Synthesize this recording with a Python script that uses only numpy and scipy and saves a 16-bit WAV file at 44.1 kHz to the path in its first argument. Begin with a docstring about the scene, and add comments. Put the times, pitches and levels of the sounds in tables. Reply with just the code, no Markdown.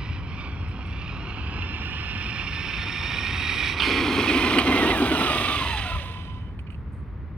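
"""A small electric radio-controlled truck races up an empty asphalt car park, lifts off, brakes close by and rolls
to a stop. Its gear teeth whine in harmonics of the meshing rate and rattle as noise in the plastic body.
The tyres drum, roar, chirp and spray sand; jolts clatter, small bright ticks are scattered about, and chopped
current makes the motor sing at low throttle. A low outdoor rumble, far-off traffic and a few puffs of air
lie beneath, all heard through two microphone ports."""
import sys
import numpy as np
from scipy import signal
from scipy.fft import rfft, irfft, next_fast_len
from scipy.io import wavfile

SR = 44100
rng = np.random.default_rng(int(sys.argv[2]) if len(sys.argv) > 2 else 0)


def wrap_up_sound(samples):
    """Save the sound to the file named by the first command line argument, as 16-bit audio."""
    columns = np.atleast_2d(samples).T
    # keep every value between -1 and 1, then stretch to whole-number steps
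    tamed = np.clip(columns, -1, 1)
    steps = np.round(tamed * 32767).astype(np.int16)
    wavfile.write(sys.argv[1], SR, steps)


N = 325017
TIME = np.arange(N) / SR  # s
PADDED = next_fast_len(N + 4096)
HZ = np.maximum(np.fft.rfftfreq(PADDED, 1 / SR), 1)
PINION_TEETH = 10
CRUISE_HZ, REFERENCE_M = 1900, 10  # tooth rate and distance at which the loudness laws start


def from_db(db):
    """Decibels to gain."""
    return 10 ** (np.asarray(db) / 20)


def rms_one(x):
    """Scale to unit power."""
    return x / np.sqrt(np.mean(x ** 2) + 1e-20)


def in_time(rows):
    """Each column of a curve at every sample."""
    s, *columns = np.transpose(rows)
    return [np.interp(TIME, s, column) for column in columns]


def at_hz(points):
    """A spectrum table at every frequency, interpolated over log frequency."""
    hz, value = np.transpose(points)
    return np.interp(np.log(HZ), np.log(hz), value)


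def filtered(x, gain):
    """Apply a gain per frequency."""
    return irfft(rfft(x, PADDED) * gain, PADDED)[..., :N]


def coloured(x, spectrum):
    """Give a spectrum, falling steeply beyond its ends; rms 1."""
    low_skirt = 1 + (spectrum[0][0] / HZ) ** 10
    high_skirt = 1 + (HZ / spectrum[-1][0]) ** 20
    return rms_one(filtered(x, from_db(at_hz(spectrum)) / np.sqrt(low_skirt * high_skirt)))


def drift(rate_hz):
    """Random wandering with spread 1, mostly slower than the given rate."""
    return rms_one(filtered(rng.standard_normal(N), 1 / (1 + (HZ / rate_hz) ** 4)))


def white():
    """Two unrelated noises."""
    return rng.standard_normal((2, N))


def grains(per_s, spread_db):
    """Random clicks of uneven size, each with two strengths of its own."""
    born = rng.random(N) < per_s / SR
    size_db = spread_db * np.minimum(rng.exponential(1, N), 4)
    return rms_one(born * from_db(size_db) * white())


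def held(start, end, attack_s, release_s):
    """Rise from start, hold until end, fall back: 0-1."""
    rise = (TIME - start) / attack_s
    fall = 1 - (TIME - end) / release_s
    return np.clip(np.minimum(rise, fall), 0, 1)


def struck(s, rise_s, decay_s):
    """A quick rise and an exponential decay: 0-1."""
    decay = np.exp(-np.clip((TIME - s - rise_s) / decay_s, 0, 20))
    return np.clip((TIME - s) / rise_s, 0, 1) * decay


def hump(s, half_width_s):
    """A smooth swell around a moment: 0-1."""
    return np.exp(-.5 * ((TIME - s) / half_width_s) ** 2)


def loudness(law, mesh_hz, distance_m):
    """Level in dB: louder with speed, fainter with distance."""
    db, per_speed_db, per_distance_db = law
    speed_db = per_speed_db * np.log10(mesh_hz / CRUISE_HZ)
    return db + speed_db - per_distance_db * np.log10(distance_m / REFERENCE_M)


def spread(pair, likeness):
    """Two unrelated signals become left and right, as alike as the table says."""
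    alike = np.clip(at_hz(likeness), 0, .999)
    difference = filtered(pair[1], np.sqrt((1 - alike) / (1 + alike)))
    return pair[0] + difference * [[1], [-1]]


def motor_turn(mesh_hz, view, hunting=.004, backlash=0.01437):
    """Tooth phase: the speed hunts slightly, and the gears chatter in their backlash once the flank shows."""
    coasting = np.clip(view - 1, 0, 1)
    speed = 1 + hunting * drift(16.25) + backlash * coasting * drift(59.6)
    return 2 * np.pi * np.cumsum(mesh_hz * speed) / SR


def gear_tone(turn, multiple, uneven, blur_hz=30, sideband=0.29):
    """One order of the gears; uneven load blurs it, high orders most; the off-centre pinion adds sidebands."""
    width = blur_hz * max(multiple, 1) ** 1.4
    uneven = np.clip(uneven * np.sqrt(multiple), 0, 1)
    load = np.sqrt(1 - uneven) + np.sqrt(uneven / 2) * (drift(width) + 1j * drift(width))
    wobble = 1 + sideband * (1 + drift(13)) * np.cos(turn / PINION_TEETH + multiple)
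    return rms_one(np.real(load * np.exp(1j * multiple * turn)) * wobble)


def whine(turn, view, level_db, uneven=.7):
    """Tooth harmonics of the pinion, radiated by the gearbox; their balance turns with the truck."""
    # Harmonics of the tooth rate against the drive level.
    # Each row: multiple, dB from afar, dB from the nose, dB from the flank.
    tooth_orders = [(1, -14, -14, -6), (2, -18, -13.5, -13), (3, -17.5, -14, -16), (4, -21, -17, -18),
                    (5, -19, -17.5, -28)]
    # One harmonic swells briefly. Each row: time in seconds, half width in seconds, multiple, gain in dB.
    swells = [(.44, .055, 2, 12), (1.08, 0.1, 2, 10), (4.731, 0.051, 1, 7), (4.912, .018, 1, 10.5),
              (5.53, 0.054, 3, 10), (5.77, 0.017, 1, 9.5), (5.92, .045, 2, 11.5), (6.12, 0.045, 1, 3)]
    # How well the gearbox radiates. Each row: frequency in Hz, gain in dB.
    gearbox = [(300, -11.5), (700, -4), (1200, 3), (1600, -3), (1780, 2), (2000, 1), (2400, 2), (3000, 1),
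               (3700, 1.5), (4600, -5), (5400, -1), (5800, -14.5), (6300, -27), (7200, -44)]
    tones = 0
    for k, *by_view_db in tooth_orders:
        swell_db = sum(db * hump(s, width) for s, width, multiple, db in swells if multiple == k)
        facing_db = np.interp(view, np.arange(len(by_view_db)), by_view_db)
        tones = tones + from_db(level_db + facing_db + swell_db) * gear_tone(turn, k, uneven)
    return filtered(tones, from_db(at_hz(gearbox)))


def rattle(turn, view, level_db, tooth=0.3, shaft=0.18, shake_db=1.1, clatter=0.28,
           far_db=-1, nose_db=-3.5, flank_db=-1):
    """Teeth scrape and knock on every mesh and shaft turn; the body's colour changes as it nears and turns."""
    # The body from afar, from the nose and from the flank. Each row: frequency in Hz, relative level in dB.
    far_colour = [(880, -30), (1500, -9), (1650, -10.5), (1790, -7.5), (1970, -18), (2310, -7), (2710, 6),
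                  (3530, -16.5), (3750, -22.5), (4100, -9), (4600, -28.5), (5340, -25), (5730, -46),
                  (6190, -25.5), (7000, -49), (9100, -84), (15400, -120)]
    nose_colour = [(880, -31), (1500, -12), (1640, -16.5), (1870, -7.5), (2160, -6.5), (2320, 2),
                   (2450, 2.5), (2790, -13), (3250, -8.5), (3980, -19), (4320, -17), (4650, -21),
                   (5540, -20), (6550, -45), (7500, -41), (9750, -77), (16500, -120)]
    flank_colour = [(820, -17), (1400, -3), (1530, -17), (1690, -6.5), (1980, 2.5), (2150, -0.5),
                    (2630, 3.5), (3540, -1.5), (3990, -2), (4460, -14), (4890, -9), (5430, -22),
                    (6290, -17.5), (7500, -48.5), (9750, -58), (16500, -120)]
    contact = (1 + tooth * np.cos(turn)) * (1 + shaft * np.cos(turn / PINION_TEETH))
    scrape = white() + clatter * grains(1500, spread_db=4.5)
    force = scrape * contact * from_db(shake_db * drift(66.1))
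    out = 0
    views = [(far_colour, far_db), (nose_colour, nose_db), (flank_colour, flank_db)]
    for k, (spectrum, db) in enumerate(views):
        share = np.maximum(1 - np.abs(np.clip(view, 0, 2) - k), 0)
        out = out + from_db(level_db + db) * np.sqrt(share) * coloured(force, spectrum)
    return out


def shell_echoes(x, depth, nearest_ms, farthest_ms, sway=0.061, count=5):
    """Short reflections between asphalt, chassis and shell ripple the noise; their delays wander slowly."""
    out = x.copy()
    for ms in np.geomspace(nearest_ms, farthest_ms, count):
        delay = ms / 1000 * (1 + sway * drift(1.2))
        echo = np.array([np.interp(TIME - delay, TIME, side) for side in x])
        out += depth * rng.choice([-1, 1]) * echo
    return out / np.sqrt(1 + count * depth ** 2)


def tyre_levels(mesh_hz, distance_m, attack_s=0.087, release_s=0.67):
    """Drumming and tread roar in dB: rolling, plus scrubbing."""
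    # Loudness laws. In order: dB at cruising speed and reference distance,
    # dB per tenfold speed, dB lost per tenfold distance.
    drum_law = (-43, 32, 9.4)
    tread_law = (-39, 30.9, 10)
    # The tyres scrub at the launch and through the braking turn.
    # Each row: start in seconds, end in seconds, more drumming in dB, more tread roar in dB.
    scrubs = [(-.3, 1.25, 8, 6), (3.79, 5.08, 13.5, 3.5)]
    drum_db = loudness(drum_law, mesh_hz, distance_m)
    tread_db = loudness(tread_law, mesh_hz, distance_m)
    for start, end, more_drum_db, more_tread_db in scrubs:
        scrub = held(start, end, attack_s, release_s)
        drum_db = drum_db + more_drum_db * scrub
        tread_db = tread_db + more_tread_db * scrub
    return drum_db, tread_db


def tyres(drum_db, tread_db, view, bounce_db=1.0, underbody_db=-7):
    """Coarse asphalt drums on the hollow tyres and roars in tread and underbody as the wheels bounce."""
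    # Hollow tyres, tread, and the hollow under the chassis, heard only towards the flank.
    # Each row: frequency in Hz, relative level in dB.
    drum_colour = [(82, -44.5), (140, -18.5), (216, -6), (264, 6), (392, -3), (451, -10.5), (491, -13.5),
                   (600, -31.5), (780, -50.5), (1320, -120)]
    tread_colour = [(260, -37), (450, -5), (495, -4.5), (642, -6.5), (742, 2), (811, 0), (882, 3.5),
                    (959, 2.5), (1170, 5.5), (1530, -0.5), (1700, -9), (2210, -35.5), (3740, -120)]
    underbody_colour = [(540, -6), (640, 8), (780, 0.5), (850, -8)]
    road = (white() + grains(4000, spread_db=1.5)) * from_db(bounce_db * drift(25))
    underbody = from_db(underbody_db) * np.clip(view - 1, 0, 1) * coloured(road, underbody_colour)
    drumming = from_db(drum_db) * coloured(road, drum_colour)
    return drumming + from_db(tread_db) * (coloured(road, tread_colour) + underbody)


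def axle(turn, drum_db, tread_db, layshaft_db=-11, lug_db=-9, uneven=.7):
    """The slower layshaft and the tread lugs hum as the tyres work."""
    # Orders of the layshaft and of the tread lugs.
    # Each row: multiple of the tooth rate, relative level in dB.
    layshaft_orders = [(.5, -2), (1.5, -4), (3.5, -39)]
    lug_orders = [(.118, -1), (.2, -3)]
    layshaft = sum(from_db(db) * gear_tone(turn, k, uneven) for k, db in layshaft_orders)
    lugs = sum(from_db(db) * gear_tone(turn, k, uneven) for k, db in lug_orders)
    return from_db(drum_db + layshaft_db) * layshaft + from_db(tread_db + lug_db) * lugs


def grit(drive_db, distance_m, sand_db=-20, air_db_per_m=0.71, hiss=1.9,
         spray_attack_s=.3, spray_release_s=0.56):
    """Sand crackles under the driven wheels, fading over distance, and sprays in the turn; small ticks join in."""
    # Sand and ticks, then the spray. 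Each row: frequency in Hz, relative level in dB.
    grit_colour = [(4120, -39.5), (7000, -4.5), (7570, -15.5), (8210, 0.5), (8640, 2), (9440, -3),
                   (12300, -11), (14000, -21), (15000, -4.5), (15800, -20.5)]
    spray_colour = [(6000, 4), (7500, -6), (9000, -1), (11500, -4), (14000, -6), (15800, -3)]
    # Small bright ticks, from handling, stones or loose parts.
    # Each row: time in seconds, level in dB, decay in seconds.
    tick_rows = [(.685, -67, 0.023), (.86, -72, 0.058), (4.585, -30, .007), (6.124, -56, .002),
                 (6.59, -63, 0.011), (6.7, -71, 0.045), (6.921, -71, 0.062)]
    # Sand sprays sideways in the turn. In order: start in seconds, end in seconds, level in dB.
    start, end, spray_db = (3.94, 5.28, -49.5)
    crackle = coloured(grains(680, spread_db=3.5) + hiss * white(), grit_colour)
    sand = from_db(drive_db + sand_db - air_db_per_m * distance_m) * crackle
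    tick_level = sum(from_db(db) * struck(s, rise_s=0.0025, decay_s=decay) for s, db, decay in tick_rows)
    ticks = tick_level * coloured(grains(700, spread_db=1) + 0.73 * white(), grit_colour)
    burst = from_db(spray_db) * held(start, end, spray_attack_s, spray_release_s)
    spray = burst * coloured(grains(900, spread_db=5) + white(), spray_colour)
    return sand + ticks + spray


def outdoors(rumble_db=-32.0, easing_db_per_s=0.45, traffic_db=-50.5):
    """A broad low rumble that slowly eases, far-off traffic, and a few puffs of air on the ports."""
    # Rumble and far-off traffic. Each row: frequency in Hz, relative level in dB.
    rumble_colour = [(20, -27), (32, -22), (50, -3.5), (70, -0.5), (90, -1.5), (125, -8.5), (180, -12),
                     (260, -20.5), (400, -41.5), (600, -47.5), (1100, -53), (2000, -40), (4000, -63.5),
                     (8000, -82), (15000, -72)]
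    traffic_colour = [(150, -7.5), (280, 1), (450, -6), (700, -14), (1100, -9.5), (1600, -15.5),
                      (3000, -32.5), (5000, -42)]
    # Puffs of air on the microphone. Each row: time in seconds, level in dB, half width in seconds.
    puff_rows = [(5.75, -35, .025), (5.82, -35, .015), (5.96, -25.5, .02)]
    # How alike the open air is at the two ports. Each row: frequency in Hz, likeness 0-1.
    air_likeness = [(60, .82), (130, .96), (300, .98), (700, .8), (2000, .6), (8000, .3)]
    rumble = from_db(rumble_db - easing_db_per_s * TIME) * coloured(white(), rumble_colour)
    traffic = from_db(traffic_db) * coloured(white(), traffic_colour)
    puffs = sum(from_db(db) * hump(s, width) for s, db, width in puff_rows)
    air = puffs * coloured(white(), [(30, -28), (58, 10), (90, 5), (200, -58)])
    return spread(rumble + traffic + air, air_likeness)


def skid(jitter=0.029, rise_s=0.0044):
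    """Rubber sticks and slips at an unsteady rate that glides as the grip changes."""
    # The tyres chirp as the brake bites. Each row: time in seconds, starting pitch in Hz,
    # fall in octaves per second, level in dB ahead of the partials, decay in seconds.
    chirps = [(3.796, 3520, 6, -24, .01), (3.823, 3260, 5, -25.5, 0.024), (4.276, 2505, 0, -23, 0.028)]
    # Partials of a chirp. Each row: multiple of the pitch, relative level in dB.
    skid_partials = [(1, 4), (1.401, -7.5)]
    out = 0
    unsteady = 1 + jitter * drift(294.7)
    for s, hz, fall, db, decay in chirps:
        glide = 2 ** (-fall * np.clip(TIME - s, 0, .5))
        slip = 2 * np.pi * np.cumsum(hz * unsteady * glide) / SR
        squeal = sum(from_db(part_db) * np.sin(k * slip) for k, part_db in skid_partials)
        out = out + from_db(db) * struck(s, rise_s, decay) * squeal
    return out * (1 + .4 * drift(207))


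def jolts(ring_width_hz=550, rise_s=.002):
    """Each jolt is a short clatter of loose plastic with one ringing band."""
    # Jolts of the chassis.
    # Each row: time in seconds, level in dB, decay in seconds, ring in Hz, ring share of the power 0-1.
    jolt_rows = [(3.7995, -18.5, 0.0089, 3370, .2), (3.82, -23, 0.027, 3253, 0.3),
                 (3.929, -25, .014, 2400, 0.4), (4.584, -13, 0.009, 2420, 0.05),
                 (5.151, -26, .008, 3026, 0.8), (5.562, -26, 0.0044, 2700, 0.4),
                 (6.59, -43.5, 0.0059, 2450, 0.7), (6.667, -47, .009, 2460, .7),
                 (6.702, -42.5, 0.004, 2530, .75), (6.721, -49, .01, 2500, .75),
                 (6.7434, -47.5, .007, 2500, .75)]
    # Loose plastic. Each row: frequency in Hz, relative level in dB.
    jolt_colour = [(290, -35.5), (500, -14.5), (1350, 10.5), (1830, 1.5), (2340, 9.5), (3040, 14.5),
                   (3720, -28), (4240, 6), (7120, -57), (8470, -24), (15800, -41)]
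    clatter = coloured(white(), jolt_colour)
    out = np.zeros((2, N))
    for s, level_db, decay, hz, share in jolt_rows:
        first = int(s * SR)
        span = slice(first, first + SR // 4)
        loose = clatter[:, span]
        band = signal.tf2sos(*signal.iirpeak(hz, hz / ring_width_hz, SR))
        # the band is applied twice for a narrower ring
        ring = rms_one(signal.sosfilt(np.vstack([band, band]), rng.standard_normal(loose.shape)))
        knock = np.sqrt(share) * ring + np.sqrt(1 - share) * loose
        out[:, span] += from_db(level_db) * struck(s, rise_s, decay)[span] * knock
    return out


def controller(chopper_hz=1010, waver_db=3.5, waver_hz=45, attack_s=.015, release_s=.035,
               creep_from_s=6.15, creep_to_s=6.5, creep_db=-61):
    """Chopped current makes the windings sing at a fixed pitch; a creep's narrow pulses leave a third partial."""
    # The throttle is barely pressed. 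Each row: start in seconds, end in seconds, level in dB.
    low_throttle = [(5.05, 5.87, -45.5), (5.88, 5.961, -38), (6.0, 6.21, -45.5), (6.251, 6.363, -49),
                    (6.37, 6.5, -60)]
    # Partials of the chopped current. Each row: multiple of the chopping rate, relative level in dB.
    chopper_partials = [(1, 3), (2, -14), (3, -11), (4, -22), (15, -41)]
    pressed = sum(from_db(db) * held(start, end, attack_s, release_s) for start, end, db in low_throttle)
    cycle = 2 * np.pi * chopper_hz * TIME
    tone = sum(from_db(db + waver_db * drift(waver_hz)) * np.sin(k * cycle) for k, db in chopper_partials)
    creep = held(creep_from_s, creep_to_s, attack_s, release_s) * np.sin(3 * cycle)
    return pressed * rms_one(tone) + from_db(creep_db) * creep


def at_ports(truck, view, pan_db, lead_ms):
    """The housing shades the two microphone ports differently, and the nearer one hears the truck first."""
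    # Shading of sound from ahead and from close by.
    # Each row: frequency in Hz, left-right difference in dB.
    shade_ahead = [(300, 1), (750, 4), (1300, -6.5), (1900, -8.5), (2400, -12), (2850, -16.5), (3300, -10),
                   (3700, 2), (4300, -7), (4800, -2.5), (5500, -11), (7000, -0.5), (8500, 11.5),
                   (11000, 3.5), (15500, -1.5)]
    shade_close = [(300, -2.5), (750, -0.5), (1300, -1.5), (2100, -8.5), (2600, -10), (3300, -23.5),
                   (3800, -10.5), (4400, -6), (5700, -11.5), (7500, -4.5), (8600, 14.5), (10500, -1.5),
                   (15500, 1)]
    sides = np.array([[.5], [-.5]])
    close = np.clip(view - 1, 0, 1)
    shades = [from_db(sides * at_hz(table)) for table in (shade_ahead, shade_close)]
    ahead, beside = [filtered(truck, shade / shade.mean(axis=0)) for shade in shades]
    left, right = ((1 - close) * ahead + close * beside) * from_db(sides * pan_db)
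    return np.array([np.interp(TIME + lead_ms / 1000, TIME, left), right])


def scene(bump_to_gears=0.23, bump_to_tread=0.18):
    """The truck on its path, over the outdoor rumble: speed, load, distance and bumps set its rolling levels."""
    # Motor speed. Each row: time in seconds, tooth rate in Hz.
    speed_rows = [(.25, 990), (.42, 1200), (.7, 1020), (1.05, 1200), (1.62, 1755), (2.4, 1755),
                  (3.76, 1922), (3.87, 2190), (4.5, 2050), (4.79, 2080), (4.86, 1830), (4.91, 2090),
                  (4.965, 1645), (5.35, 1185), (5.53, 1190), (5.77, 837), (6.1, 464), (6.55, 115),
                  (6.7, 20)]
    # Load on the gears through two blips, full throttle, lift, brake and creep.
    # Each row: time in seconds, level change in dB.
    load_rows = [(.16, 7.5), (.22, 2.5), (.41, 6), (.55, 2.5), (1.05, 6.5), (1.35, 2), (1.65, -0.5),
                 (3.7, 1), (3.76, -8.5), (3.85, -0.5), (4.1, -8.5), (4.55, -11.5), (4.68, -17), (5.02, -18),
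                 (5.27, -14), (5.55, -12.5), (5.78, -6.5), (6.5, -7)]
    # The path. Each row: time in seconds, distance in metres, view (0 far, 1 nose, 2 flank),
    # left-right difference in dB, lead of the left side in ms.
    path = [(0, 35, 0.97, 2.7, -0.043), (.6, 45.4, 0.9, 1.2, -0.064), (1.1, 54.3, 0.49, 2, -0.044),
            (1.9, 27, 0.18, 1, -0.092), (2.8, 19.4, 0.93, 1.6, -0.029), (3.6, 12.86, 1, 0.3, -0.023),
            (4.3, 5.46, 1.144, 0, 0.042), (4.8, 2.85, 1.86, 1.3, 0.064), (5.3, 1.27, 2.2, 1.5, 0.073),
            (5.75, 1.86, 2.07, 2, 0.047), (6.3, 3, 1.93, -1.9, .12), (7.37, 3.9, 1.2, 6, 0.12)]
    # Bumps press the tyres down (+) or let them hop (-). Each row: time in seconds, drumming change in dB.
    bumps = [(4.19, 5.5), (4.29, 4), (4.37, 1.5), (4.63, -9.5), (4.68, 4), (4.72, 3), (4.765, 4.5),
             (4.825, 7), (4.87, 4), (4.945, -6), (5.02, 7.5), (5.13, 5.5), (5.21, 7.5)]
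    # Gear loudness. In order: dB at cruising speed and reference distance,
    # dB per tenfold speed, dB lost per tenfold distance.
    gear_law = (-24.5, 41.5, 21.85)
    # How alike the truck's noises are at the two ports. Each row: frequency in Hz, likeness 0-1.
    truck_likeness = [(60, .99), (250, .998), (600, .98), (1200, .955), (2400, .95), (4000, .85),
                      (7000, .6), (12000, .4)]
    mesh_hz, = in_time(speed_rows)
    load_db, = in_time(load_rows)
    distance_m, view, pan_db, lead_ms = in_time(path)
    bump_db = sum(db * hump(s, half_width_s=0.014) for s, db in bumps)
    drive_db = loudness(gear_law, mesh_hz, distance_m) + load_db + bump_to_gears * bump_db
    drum_db, tread_db = tyre_levels(mesh_hz, distance_m)
    turn = motor_turn(mesh_hz, view)
    body = shell_echoes(rattle(turn, view, drive_db), depth=0.18, nearest_ms=2.019, farthest_ms=9)
    road = tyres(drum_db + bump_db, tread_db + bump_to_tread * bump_db, view)
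    noises = spread(body + road + grit(drive_db, distance_m) + jolts(), truck_likeness)
    tones = whine(turn, view, drive_db) + axle(turn, drum_db, tread_db) + controller() + skid()
    return at_ports(noises + tones, view, pan_db, lead_ms) + outdoors()


def record(dry, cutoff_hz=15850):
    """The top is cut steeply, without phase shift."""
    return signal.sosfiltfilt(signal.ellip(10, .05, 60, cutoff_hz, fs=SR, output="sos"), dry)


dry = scene()
out = record(dry)
wrap_up_sound(out)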